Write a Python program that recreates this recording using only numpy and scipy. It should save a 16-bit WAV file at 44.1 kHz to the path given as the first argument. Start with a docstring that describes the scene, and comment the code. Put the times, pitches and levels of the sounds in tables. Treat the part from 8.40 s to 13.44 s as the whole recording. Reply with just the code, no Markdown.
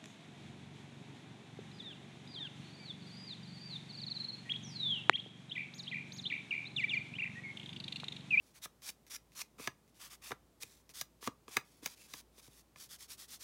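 """Close microphone over a craft table, in a small dry room with a faint hum. Fingers shift on a small
hand-held card, then a foam ink tool is swiped over its edges, again and again. Often the foam lands
softly first; it rasps along the paper, pressing harder until it slips off the edge and the bent card
snaps back with a papery tap. Near the end fingers turn the card, then the tool scrubs quickly to and fro."""
import sys
import numpy as np
from scipy import signal
from scipy.fft import rfft, irfft, next_fast_len
from scipy.io import wavfile
from scipy.ndimage import uniform_filter1d

SR = 44100
rng = np.random.default_rng(int(sys.argv[2]) if len(sys.argv) > 2 else 0)


def materialize(psi):
    """Save the field psi as 16-bit PCM at rate SR to the path in sys.argv[1].

    A 1-D psi becomes a single channel; in a 2-D psi each row is a channel.
    """
    bounded = np.clip(np.atleast_2d(psi).T, -1, 1)
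    quanta = np.round(bounded * 32767).astype(np.int16)
    wavfile.write(sys.argv[1], SR, quanta)


N = 222219

# Spectra of the room tone, the foam's hiss, the rubbed card's body and the scrape of its edge.
# Each row: frequency in Hz, relative level in dB.
AIR_SPECTRUM = [(20, -28.5), (32, -17), (45, -13.5), (80, -5.5), (150, -4), (270, -6.5), (550, -12.5),
                (1100, -17.5), (1600, -23.5), (4000, -26), (10400, -28.5), (15500, -31)]
FOAM_SPECTRUM = [(600, -22), (1800, -5.5), (2800, -8), (3500, 0.5), (4050, -1.5), (4800, 0), (5800, 0.5),
                 (7500, -3), (10500, -3), (13000, -6.5), (16000, -8.5)]
BODY_SPECTRUM = [(120, -22.5), (400, -13), (650, -8), (880, -4), (1150, 2.5), (1650, -7), (2050, -1.5),
                 (2400, 1.5), (3100, -3), (5000, -30.5), (12000, -36.5)]
SCRAPE_SPECTRUM = [(200, -9.5), (1000, 6.5), (3500, 3), (6500, -6.5), (8500, -5), (12000, -10),
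                   (16000, -4.5)]
# Fingers on the card. Each row: start and end in seconds, level and swell in dB, span resonance in Hz.
FINGER_SLIDES = [(0.016, 0.13, -67.5, -2, 5500), (1.539, 1.601, -63, 8, 2880),
                 (2.202, 2.424, -61.5, -7.5, 7100), (3.24, 3.42, -66.5, 0, 11100),
                 (3.474, 3.551, -54, 4, 4730), (3.553, 3.672, -56.5, 8, 2630),
                 (3.668, 3.814, -53, 11.5, 6240), (3.917, 4.009, -65, 24, 10400),
                 (4.009, 4.085, -58, 10, 10100), (4.096, 4.222, -60.5, 4, 11150)]
# Light foam strokes that stay on the card. Each row: start and end in seconds, level and swell in dB.
FOAM_BRUSHES = [(0.131, 0.195, -59, 10.5), (1.592, 1.696, -49, -6), (1.693, 1.763, -51, 7)]
# Foam pulled off the edge. Each row: start and end in seconds, level and swell in dB, arch (0 flat,
# 1 rounded), card body trim in dB, resonance of the rubbed span in Hz, its trim in dB.
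FOAM_SWIPES = [(.213, .261, -41, 15, 1.1, -9, 3640, -7.5), (0.413, 0.505, -47, 29, 0.32, -10, 5600, -5),
               (.697, .767, -44.5, 3.5, .15, -6.5, 5730, 1), (.949, 1.023, -44.5, 13, .1, -7, 5980, -0.5),
               (1.176, 1.28, -49, 10, .7, -2.5, 2490, -4), (1.814, 1.932, -47.5, 2, 0.62, -3, 2470, -6),
               (2.198, 2.236, -51.5, 24, .3, -13, 7750, -2),
               (2.536, 2.624, -44.5, 8.5, 0.223, -13.5, 3600, -23),
               (2.808, 2.879, -47, 15.5, 0.15, -4, 5700, -18), (3.108, 3.167, -48, 2.5, 0.13, -5, 6150, -8),
               (3.418, 3.478, -52, 16, .1, -4, 2600, -2.5)]
# The card springs free. Each row: time in seconds, levels of low flap, middle knock and high crack
# in dB, pitch of the whole card flapping in Hz, pitch of the free span in Hz.
EDGE_SNAPS = [(.256, -52, -45.5, -52.5, 237, 1190), (.491, -57, -66, -42, 228, 2360),
              (.762, -72.5, -67, -43.5, 240, 5560), (1.016, -85, -46, -40, 241, 2360),
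              (1.2737, -39, -30.5, -33.5, 160, 1790), (1.917, -41.5, -35.5, -45.5, 470, 1410),
              (2.225, -70.5, -60, -46, 239, 6000), (2.2318, -54, -51, -41, 426, 2360),
              (2.612, -53, -41, -32.5, 140, 4600), (2.874, -33, -31, -39.5, 410, 1210),
              (3.1682, -37, -25, -26.5, 426, 2210), (3.4599, -47, -38, -31, 219, 6830),
              (3.737, -51.5, -45, -41, 268, 3500)]
# The card's bending modes. Each row: frequency in Hz, relative level in dB, 60 dB decay in seconds.
CARD_MODES = [(80, -48.5, 0.0397), (139, -8.5, 0.07), (233, 0.5, 0.018), (294, -4, 0.051), (341, -5, .025),
              (436, -0.5, 0.024), (523, -1.5, 0.021), (750, -5, 0.019), (976, -2, 0.027), (1174, 3, 0.02),
              (1343, -3.5, 0.019), (1689, -1.5, 0.038), (2060, 0, 0.017), (2466, -3, 0.0218),
              (2900, -16, 0.038), (3660, -4, 0.011), (3950, -4, 0.009), (4940, -9, 0.017),
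              (5820, -5, 0.015), (6560, -7, 0.016)]
# Bumps on the card. Each row: time in seconds, flap, knock and crack levels in dB, flap pitch in Hz.
SOFT_LANDINGS = [(.42, -85, -64, -56, 240), (.666, -80, -74, -58.5, 240), (.919, -86, -70, -63, 240),
                 (1.184, -59, -59, -69, 430), (1.196, -45, -50.5, -78, 415), (1.477, -73, -76, -70, 240),
                 (1.907, -43, -44, -58, 435), (2.492, -62.5, -63, -54.5, 238), (2.826, -54, -49, -54, 428),
                 (3.08, -51, -48.5, -54, 432), (3.163, -48, -46.5, -55.5, 428),
                 (3.426, -47.5, -70, -62, 294), (3.979, -60.5, -64, -64.5, 430),
                 (4.077, -54, -69, -67, 127), (4.359, -63.5, -53.5, -58, 151)]
# The scrubbing tool turns round. Each entry: time in seconds.
SCRUB_TURNS = [4.368, 4.482, 4.577, 4.673, 4.766, 4.871, 4.985, 5.084]
# The room's tail. Each row: frequency in Hz, 60 dB decay in seconds.
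ROOM_DECAY = [(150, 0.16), (1000, 0.19), (3000, 0.15), (7000, 0.16), (14000, 0.13)]


def undb(db):
    """Decibels to gain."""
    return 10 ** (np.asarray(db) / 20)


def unit(x):
    """Scale to an rms of one."""
    return x / np.sqrt(np.mean(x ** 2) + 1e-30)


def colour(x, points):
    """Shape a sound by a spectrum of (Hz, dB) points, with minimum phase so that attacks stay sharp."""
    size = next_fast_len(len(x) + 2048) * 2
    hz, db = np.transpose(points)
    freqs = np.maximum(np.fft.rfftfreq(size, 1 / SR), 1)
    gain = undb(np.interp(np.log(freqs), np.log(hz), db))
    cepstrum = irfft(np.log(gain))
    cepstrum[1:size // 2] *= 2
    cepstrum[size // 2 + 1:] = 0
    return irfft(rfft(x, size) * np.exp(rfft(cepstrum)))[:len(x)]


def band(x, lo_hz, hi_hz):
    """Causal band-pass."""
    edges_hz = [lo_hz, min(hi_hz, SR / 2 - 1000)]
    return signal.sosfilt(signal.butter(3, edges_hz, "band", fs=SR, output="sos"), x)


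def fade(t, t60):
    """Exponential decay that starts at t = 0."""
    return (t >= 0) * np.exp(-np.log(1000) * np.maximum(t, 0) / t60)


def walk(rate_hz):
    """Smooth random wandering with a spread near one."""
    hold = max(int(SR / rate_hz), 1)
    steps = np.repeat(rng.standard_normal(N // hold + 1), hold)
    return unit(uniform_filter1d(steps, hold)[:N])


def add(out, start, x):
    """Mix a sound in at a time in seconds."""
    i = int(np.clip(start * SR, 0, N - 1))
    out[i:i + len(x)] += x[:N - i]


def room_tone(air_db=-70, hum_hz=57.37, hum_db=-74.5):
    """Behind everything: quiet air, a restless low murmur and a wavering hum."""
    air = unit(colour(rng.standard_normal(N), AIR_SPECTRUM)) * undb(air_db + 0.15 * walk(25))
    murmur = unit(band(rng.standard_normal(N), 91, 450)) * undb(-82.5 + 1.7 * walk(9.1))
    phase = 2 * np.pi * np.cumsum(hum_hz + 0.77 * walk(3.83)) / SR
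    hum = np.sqrt(2) * np.sin(phase) * undb(hum_db + 2.3 * walk(6.1))
    return air + murmur + hum


def fibres(per_second, spread_db):
    """Dense tiny slips over paper fibres, each of its own size."""
    slips = rng.random(N) < per_second / SR
    return unit(slips * rng.standard_normal(N) * undb(spread_db * rng.exponential(size=N)))


def rubbing(strokes, span_q=1 / 0.07, squash_s=0.00364, table_bounce=0.24):
    """Slips hiss, shake the card and ring the rubbed span. Strokes are rows like those of FOAM_SWIPES."""
    grip = undb(1.1144 * walk(260) + 0.83 * walk(45))  # the contact catches and frees itself unevenly
    hiss = undb(-4.5) * grip * unit(colour(fibres(per_second=24000, spread_db=0), FOAM_SPECTRUM))
    body = undb(-7) * grip * unit(colour(fibres(per_second=7000, spread_db=0.2), BODY_SPECTRUM))
    slips = grip * fibres(per_second=8700, spread_db=4)
    out = np.zeros(N)
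    for start, end, level_db, swell_db, arch, body_db, span_hz, ring_db in strokes:
        progress = np.linspace(0, 1, int((end - start) * SR))
        i = (int(start * SR) + np.arange(len(progress))) % N
        pressure = np.abs(np.sin(np.pi * progress)) ** arch * undb(level_db + swell_db * (progress - .5))
        pressure *= 1 - np.exp(-progress * (end - start) / squash_s)  # easing into contact
        span = undb(-10) * unit(signal.lfilter(*signal.iirpeak(span_hz, span_q, fs=SR), slips[i]))
        stroke = pressure * (hiss[i] + undb(body_db) * body[i] + undb(ring_db) * span)
        add(out, start, stroke)
        bounce_s = rng.uniform(.0004, .0016)  # off the table, from a new height each time
        add(out, start + bounce_s, table_bounce * stroke)
    return out


def finger_slides(arch=0.35, body_db=-8, ring_db=-6):
    """Faint strokes of fingers shifting their hold and turning the card."""
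    return [(*slide, arch, body_db, span_hz, ring_db) for *slide, span_hz in FINGER_SLIDES]


def brushes(arch=0.9, body_db=-3.5, span_hz=2900, ring_db=-13):
    """Light, rounded strokes of foam that stop short of the edge."""
    return [(*brush, arch, body_db, span_hz, ring_db) for brush in FOAM_BRUSHES]


def card_ring(t, flap_hz, span_hz, focus_octaves=0.18):
    """The card's modes ring, most strongly near the pitches that the grip leaves free."""
    hz, db, t60 = np.transpose(CARD_MODES)[:, :, None]
    detune, uneven = rng.standard_normal((2, len(CARD_MODES), 1))
    near_span, near_flap = (np.exp(-(np.log2(hz / f) / focus_octaves) ** 2) for f in (span_hz, flap_hz))
    gain = undb(db + 2 * uneven + 9 * near_span + 7 * near_flap)
    age = t - 0.0004206 * np.sqrt(1000 / hz)  # low bending waves cross the card more slowly
    sign = (-1) ** np.arange(len(CARD_MODES))[:, None]
    phase = 2 * np.pi * hz * (1 + 0.022 * detune) * age
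    return np.sum(sign * gain * np.sin(phase) * fade(age, t60), axis=0)


def edge_scrape(t, flap_db, tilt_db_per_octave, attack_s=0.00049):
    """The edge scrapes free and the paper rustles on for a moment."""
    spectrum = [(hz, db + tilt_db_per_octave * np.log2(max(hz / 3000, 1))) for hz, db in SCRAPE_SPECTRUM]
    grain = unit(colour(rng.standard_normal(len(t)), spectrum))
    slip = fade(t, t60=0.017 * undb(0.11 * (flap_db + 39)))  # a deeper bend scrapes for longer
    rustle = undb(-19) * fade(t, t60=0.0182)
    return grain * (slip + rustle) * (1 - np.exp(-t / attack_s))


def card_tap(flap_db, knock_db, crack_db, flap_hz, span_hz, level_window_s=0.0041):
    """One papery tap: depth of bend and sharpness of slip set its low, middle and high shares."""
    t = np.arange(int(SR / 8)) / SR
    tilt = 0.47 * (crack_db - knock_db)  # a sharp slip is brighter than a blunt knock
    tap = card_ring(t, flap_hz, span_hz) + undb(5) * edge_scrape(t, flap_db, tilt)
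    shares = [(band(tap, 100, 600), flap_db),
              (band(tap, 735, 2550), knock_db + 0.14),
              (band(tap, 2490, 22000), crack_db - .3)]
    return sum(undb(db) * x / np.sqrt(np.sum(x ** 2) / (level_window_s * SR)) for x, db in shares)


def snaps(lead_s=.0014):
    """The first fibres let go, the edge springs off the foam, the card swings back weaker and duller."""
    out = np.zeros(N)
    for start, flap_db, knock_db, crack_db, flap_hz, span_hz in EDGE_SNAPS:
        first_slip = card_tap(flap_db - 4.5, knock_db - 4.5, crack_db, flap_hz, span_hz)
        # with nothing pressing on it, the card rings at its own low pitches
        rebound = card_tap(flap_db, knock_db - 2.5, crack_db - 10, flap_hz=260, span_hz=850)
        release = card_tap(flap_db, knock_db, crack_db, flap_hz, span_hz)
        swing_s = .003 * undb(.45 * (flap_db + 40))  # a deeper bend takes longer to swing back
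        add(out, start - lead_s, undb(-9.5) * first_slip)
        add(out, start, release)
        add(out, start + swing_s, undb(-8.5) * rebound)
    return out


def landings():
    """The foam or a finger meets the card, one soft blow each time."""
    out = np.zeros(N)
    for start, *blow in SOFT_LANDINGS:
        add(out, start, card_tap(*blow, span_hz=1072))
    return out


def skids(length_s=0.033, swell_db=-10.5, arch=.5, body_db=-4.5, span_hz=5600, ring_db=-3.5):
    """Each landing skids on in a short, fading stroke."""
    return [(start, start + length_s, crack_db - 2.5, swell_db, arch, body_db, span_hz, ring_db)
            for start, _, _, crack_db, _ in SOFT_LANDINGS]


def scrubbing(swell_db=0, arch=1.41, body_db=-13, span_hz=5300, ring_db=-11):
    """Quick strokes of foam to and fro, dying away at each turn."""
    for k, (start, end) in enumerate(zip(SCRUB_TURNS, SCRUB_TURNS[1:])):
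        level_db = -46.5 - (k % 2 == 0) - (k == 0)  # softer one way, and on the tentative first stroke
        yield start, end, level_db, swell_db, arch, body_db, span_hz, ring_db


def room(x, wet_db, echo_db, echo_s=.0085, build_s=0.0047):
    """The close sound, one early bounce from a near surface and the short tail of a furnished room."""
    t = np.arange(int(SR / 3)) / SR
    hz, t60 = np.transpose(ROOM_DECAY)
    edges_hz = np.geomspace(60, 18000, 9)
    tail = np.zeros(len(t))
    for lo, hi in zip(edges_hz, edges_hz[1:]):
        band_t60 = np.interp(np.log(lo * hi) / 2, np.log(hz), t60)
        tail += band(rng.standard_normal(len(t)), lo, hi) * fade(t, band_t60)
    tail *= 1 - np.exp(-t / build_s)
    tail = colour(tail, [(150, 2), (1500, 2.5), (5000, 1), (15000, 3.5)])
    response = undb(wet_db) * tail / np.sqrt(np.sum(tail ** 2))
    response[int(echo_s * SR)] += undb(echo_db)
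    return x + signal.fftconvolve(x, response)[:N]


def scene():
    """Rubbing and taps close to one microphone, with the room tone behind."""
    strokes = [*FOAM_SWIPES, *brushes(), *scrubbing(), *finger_slides(), *skids()]
    rasps = room(rubbing(strokes), wet_db=-18, echo_db=-18.5)
    taps = room(snaps() + landings(), wet_db=-17.5, echo_db=-23.5)
    return (rasps + taps + room_tone())[None, :]


def record(dry, low_cut_hz=36, top_hz=15800):
    """The microphone drops the deepest bass and the recorder cuts the top."""
    thinned = signal.sosfilt(signal.butter(2, low_cut_hz, "high", fs=SR, output="sos"), dry)
    return signal.sosfilt(signal.ellip(10, .2, 70, top_hz, fs=SR, output="sos"), thinned)


dry = scene()
out = record(dry)
materialize(out)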